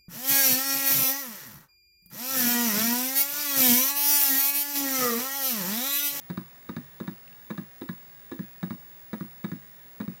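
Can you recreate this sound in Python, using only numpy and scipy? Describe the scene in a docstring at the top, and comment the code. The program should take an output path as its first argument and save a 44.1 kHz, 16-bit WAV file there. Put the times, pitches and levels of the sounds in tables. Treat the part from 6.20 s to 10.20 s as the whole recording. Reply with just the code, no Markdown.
"""A floppy drive formats a disk

The drive lies open on a desk in a small room. Its motor hums, the disk hisses in its sleeve and a
picture tube whistles beside it. The head moves from track to track in pairs of steps: each step
clicks, shoves the chassis (the drive's body) into a low clunk and stops with a rattle.
"""
import sys
import numpy as np
from scipy import signal
from scipy.fft import rfft, irfft
from scipy.io import wavfile

SR = 44100
rng = np.random.default_rng(int(sys.argv[2]) if len(sys.argv) > 2 else 0)


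def pcm_store(signal):
    """Save signal as 16-bit PCM."""
    levels = np.round(np.clip(np.atleast_2d(signal), -1, 1) * 32767)
    wavfile.write(sys.argv[1], SR, levels.astype(np.int16).T)


N = 176400
TIME = np.arange(N) / SR

# tone colour of the hiss: (frequency [Hz], relative level [dB])
HISS_SHAPE = [(15, -64), (25, -12.5), (49, -2), (106, -3), (139, 6), (158, -2.5), (191, 2), (213, -8),
              (243, 1), (286, -8), (363, -9), (427, -1), (462, -10.5), (543, -7.5), (673, -6.5), (790, -7),
              (1580, -10.5), (1860, -4.5), (2300, -10.5), (2780, -18.5), (3010, -14), (5140, -16.5),
              (7680, -21.5), (12800, -19), (15000, -57)]
# the motor's hum and whine, plus a few wider bands of high hiss:
# (frequency [Hz], width [Hz], level [dB])
MOTOR_AND_HISS_BANDS = [(147, 10, -78), (1650, 18, -70), (1818, 19, -72), (2496, 15, -75.5),
                        (2773, 75, -74), (3671, 59, -75.5), (5150, 150, -74.5), (6950, 610, -75),
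                        (7900, 16, -92), (9100, 300, -81), (10960, 620, -81), (12100, 40, -76)]
# loudness of the tube's whistle: (time [s], level [dB])
WHISTLE_LEVELS = [(0.0, -49.5), (0.22, -50), (0.27, -51.5), (1.34, -49.5), (1.5, -51.5), (1.76, -47),
                  (1.87, -49.5), (2.42, -49), (2.44, -47), (2.84, -49), (3.19, -48), (3.56, -50.5),
                  (3.93, -49), (4.0, -51.5)]
# faint tones beside the whistle: (offset [Hz], relative level [dB])
SIDE_TONES = [(-60, -14), (41, -23)]
# steps of the head: (time [s], start click [dB], shove delay [ms], shove [dB], stop delay [ms],
# stop force [signed share of the shove], swing [Hz], stop click [dB], knock [dB])
HEAD_STEPS = [ (.0969, -41, 0.13, -35.5, 6.8, 1.57, 182, -38.5, -47),
              (.1740, -38, 1.62, -28.5, 6, -0.43, 193, -65, -62),
              (0.4892, -39.5, 1.95, -39, 4.8, 2.5, 186, -47.5, -39),
              (0.564, -36.5, 1.4, -31.5, 9.2, 0.9, 180.6, -61, -49),
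              (0.8011, -39.5, 3.9, -40, 6.5, 3, 191.5, -61, -36.5),
              (0.8756, -37.5, 2.68, -31, 9.2, 0.86, 201, -56, -55),
              (1.3018, -39, 1.8, -38, 7.7, 1.44, 205, -41, -39),
              (1.3767, -39, 3.4, -33.5, 10.05, 1.35, 198, -52.5, -72),
              (1.6146, -42.5, 0.75, -35.5, 4.55, -0.38, 279, -45.5, -38),
              (1.6887, -39, 3.8, -30.5, 7.4, 0, 181, -67, -51),
              (2.1154, -39.5, 1.7, -39, 9.8, 0.97, 299, -50.5, -40),
              (2.1896, -45, 2.4, -35, 8.77, 1.63, 196, -79, -43.5),
              (2.4279, -37.5, 0.11, -33.5, 6.2, 1.66, 186, -44.5, -48),
              (2.5043, -40, 1.67, -31.5, 11, 0.93, 173, -54.5, -62),
              (2.9291, -38, 1.67, -33, 9.8, -0.36, 206, -41.5, -37.5),
              (3.0050, -41.5, 3.65, -33, 10.2, 1.16, 200, -78, -49),
              (3.2416, -39, 0.15, -30.5, 6.34, 0.84, 199.6, -41, -50),
              (3.3148, -43, 3.72, -32, 10.6, 1.17, 194, -67, -45.5),
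              (3.8023, -40, 0.17, -32, 11, 0.8, 215, -43, -40),
              (3.8764, -44.5, 2.95, -29.5, 7.6, -0.15, 185, -71, -45)]
# low tones of the clunk, from the rocking chassis and a long, low ring of the room:
# (frequency [Hz], relative level [dB], ring time [s]); a ring time is the time to fade by 60 dB
CLUNK_TONES = [(89, -2.5, 0.02), (141.1, -26, 0.43), (232.8, 1.5, 0.084), (341.2, -6, 0.07)]
# tones of the hollow frame: (frequency [Hz], relative level [dB], ring time [s])
FRAME_TONES = [(266, -12, 0.12), (344.6, -1, 0.069), (404, -7.5, 0.076), (491, 5, 0.052), (553, -16, 0.19)]
# tones of the carriage that holds the head, and of its rails:
# (frequency [Hz], relative level [dB], ring time [s], extra level at a stop [dB])
CARRIAGE_TONES = [(586.5, -4.5, 0.055, -4), (780, -5.5, 0.049, 3), (874, -4, 0.018, 0.5),
                  (964, -6, 0.044, 5), (1080, 2, 0.027, -11), (1259.4, 1, 0.022, 3.5),
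                  (1390, -2.5, 0.027, -6), (1533, -7.5, 0.034, 3), (1696, -3, 0.029, 1.5),
                  (1854, -5.5, 0.045, -8), (1932, -8.5, 0.035, -2), (2272, -6, 0.015, 1.5),
                  (2860, -20.5, 0.025, 3.5), (3746, -5.5, 0.018, 3.5), (4760, -15, 0.015, -3),
                  (6340, -15.5, 0.015, -1)]
# click brightness in the first and second step of a pair: (start [dB/octave], stop [dB/octave])
CLICK_TILTS = [(-.5, 0.2), (.8, 0.5)]
# sound from the back of the chassis (flipped), then off desk, screen and wall:
# (delay [ms], strength [share])
ECHO_PATHS = [(3.77, -0.76), (7.68, 0.39), (18.33, 0.33), (29.5, 0.099), (38.14, 0.18), (42.38, -0.099)]
# faint stray ticks: (time [s], level [dB])
STRAY_TICKS = [(0.972, -48), (1.078, -42), (1.128, -45)]

CLICK_LAG_MS, STOP_LEAD_MS = 0.4, 1.19   # the stop click comes just before its force peaks


def from_db(db):
    """Turn decibels into a gain."""
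    return 10 ** (np.asarray(db) / 20)


def clicks(times, sizes):
    """One sharp kick at each time."""
    out = np.zeros(N)
    np.add.at(out, np.clip(np.round(np.asarray(times) * SR).astype(int), 0, N - 1), sizes)
    return out


def ring(x, hz, ring_s):
    """Each kick in x starts a fading tone as strong as the kick."""
    decay, angle = np.exp(-np.log(1000) / (ring_s * SR)), 2 * np.pi * hz / SR
    return signal.lfilter([0, np.sin(angle)], [1, -2 * decay * np.cos(angle), decay ** 2], x + 1e-18)


def ring_tones(x, tones):
    """Several tones ring at once, every second one flipped."""
    return sum((-1) ** k * from_db(db) * ring(x, hz, ring_s) for k, (hz, db, ring_s) in enumerate(tones))


def shaped_noise(gain_at):
    """Noise of average power 1, shaped by a gain at each frequency."""
    hz = np.maximum(np.arange(N // 2 + 1) * SR / N, 1)
    noise = irfft(rfft(rng.standard_normal(N)) * gain_at(hz), N)
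    return noise / np.sqrt(np.mean(noise ** 2))


def disk_hiss(level_db=-57.5):
    """The steady hiss of the room and of the disk turning in its sleeve."""
    hz, db = np.transpose(HISS_SHAPE)
    return from_db(level_db) * shaped_noise(lambda f: from_db(np.interp(np.log(f), np.log(hz), db)))


def motor_and_high_hiss():
    """Narrow bands of noise make the motor's wavering hum and whine; wider ones add high hiss."""
    return sum(from_db(db) * shaped_noise(lambda f: 1 / (1 + (2 * (f - hz) / width) ** 2))
               for hz, width, db in MOTOR_AND_HISS_BANDS)


def tube_whistle(hz=15699.3, flutter_db=0.2, flutter_hz=7.8):
    """The picture tube whistles at the rate it draws its lines; the loudness wavers a little."""
    main = np.sin(2 * np.pi * hz * TIME)
    sides = sum(from_db(db) * np.sin(2 * np.pi * (hz + offset) * TIME) for offset, db in SIDE_TONES)
    flutter = shaped_noise(lambda f: 1 / (1 + (f / flutter_hz) ** 2))
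    level_db = np.interp(TIME, *np.transpose(WHISTLE_LEVELS)) - flutter_db * flutter
    return np.sqrt(2) * from_db(level_db) * (main + sides)


def clunks(swing_ring_s=0.076):
    """Each shove and stop swings the head's motor; this rocks the chassis and sets the room ringing."""
    swing = np.zeros(N + SR)
    for time, _, shove_ms, shove_db, stop_ms, stop_share, hz, _, _ in HEAD_STEPS:
        force = clicks([shove_ms / 1000, stop_ms / 1000], [1, stop_share])[:SR // 4]
        start = int(time * SR)
        swing[start:start + len(force)] += from_db(shove_db) * ring(force, hz, swing_ring_s)
    motion = -ring_tones(swing[:N], CLUNK_TONES)
    return np.diff(motion, prepend=0)   # the sound follows the speed of the motion


def frame_knocks(stop_offset_db=-4.5):
    """The start and the stop of each step make the hollow frame ring."""
    time, _, _, _, stop_ms, _, _, stop_db, knock_db = np.transpose(HEAD_STEPS)
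    starts = clicks(time + CLICK_LAG_MS / 1000, from_db(knock_db))
    stops = clicks(time + (stop_ms - STOP_LEAD_MS) / 1000, from_db(stop_db + stop_offset_db))
    return ring_tones(starts + stops, FRAME_TONES)


def shaking(hits, fade_s=0.0051):
    """How hard the carriage shakes: a jump at each hit that dies away fast."""
    return signal.lfilter([1], [1, -np.exp(-1 / (fade_s * SR))], hits + 1e-18)


def carriage_rattle(chatter_per_s=2500, chatter_db=-13.5, snap_hz=3000, snap_db=-16,
                    tilt_centre_hz=1550, spread_db=1.65):
    """The carriage clicks as it starts and stops, and chatters briefly after each click."""
    time, start_db, _, _, stop_ms, _, _, stop_db, _ = np.transpose(HEAD_STEPS)
    times = np.r_[time + CLICK_LAG_MS / 1000, time + (stop_ms - STOP_LEAD_MS) / 1000]
    sizes = from_db(np.r_[start_db, stop_db])
    is_stop = np.repeat([0, 1], len(time))
    tilts = np.tile(np.transpose(CLICK_TILTS), len(time) // 2).ravel()
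    tiny_kicks = (rng.random(N) < chatter_per_s / SR) * rng.choice([-1, 1], N)
    # the dry snap of the contact itself
    bursts = shaking(clicks(times, sizes)) * rng.standard_normal(N)
    low_cut = signal.butter(1, snap_hz, "high", fs=SR, output="sos")
    out = from_db(snap_db) * signal.sosfilt(low_cut, bursts)
    for k, (hz, db, ring_s, extra_db) in enumerate(CARRIAGE_TONES):
        strike_db = extra_db * is_stop + tilts * np.log2(hz / tilt_centre_hz)
        strike_db += rng.normal(0, spread_db, len(times))   # no two clicks strike a tone alike
        hits = clicks(times, sizes * from_db(strike_db))
        chatter = from_db(chatter_db) * shaking(hits) * tiny_kicks
        out += (-1) ** k * from_db(db) * ring(hits + chatter, hz, ring_s)
    return out


def near_echoes(x):
    """Sound from the back of the chassis and off nearby surfaces arrives a little later."""
    return sum(share * np.interp(TIME - ms / 1000, TIME, x, left=0) for ms, share in ECHO_PATHS)


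def room_tail(x, ring_s=0.9, top_hz=4050, build_s=0.024):
    """The room's many echoes blur into a short, dull tail."""
    t = TIME[:SR // 2]
    tail = signal.sosfilt(signal.butter(2, top_hz, fs=SR, output="sos"), rng.standard_normal(len(t)))
    tail *= np.exp(-np.log(1000) * t / ring_s) * (1 - np.exp(-t / build_s))
    tail /= np.sqrt(np.sum(tail ** 2) * SR / (2 * top_hz))
    return signal.fftconvolve(x, tail)[:N]


def stray_ticks():
    """A few tiny bright ticks, each one quickly fading tone."""
    time, db = np.transpose(STRAY_TICKS)
    return ring(clicks(time, from_db(db)), hz=2660, ring_s=0.0079)


def scene():
    """The head's steps and their echoes over the steady hiss, hum and whistle."""
    low = clunks() + frame_knocks()
    high = carriage_rattle() + stray_ticks()
    echoes = near_echoes(low + 0.59 * high)
    tail = room_tail(from_db(-44) * low + from_db(-15.5) * high)
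    return (low + high + echoes + tail + disk_hiss() + motor_and_high_hiss() + tube_whistle())[None]


def record(dry, cutoff_hz=16100):
    """A steep filter cuts off the very highest treble."""
    return signal.sosfilt(signal.ellip(12, 0.1, 80, cutoff_hz, fs=SR, output="sos"), dry)


dry = scene()
out = record(dry)
pcm_store(out)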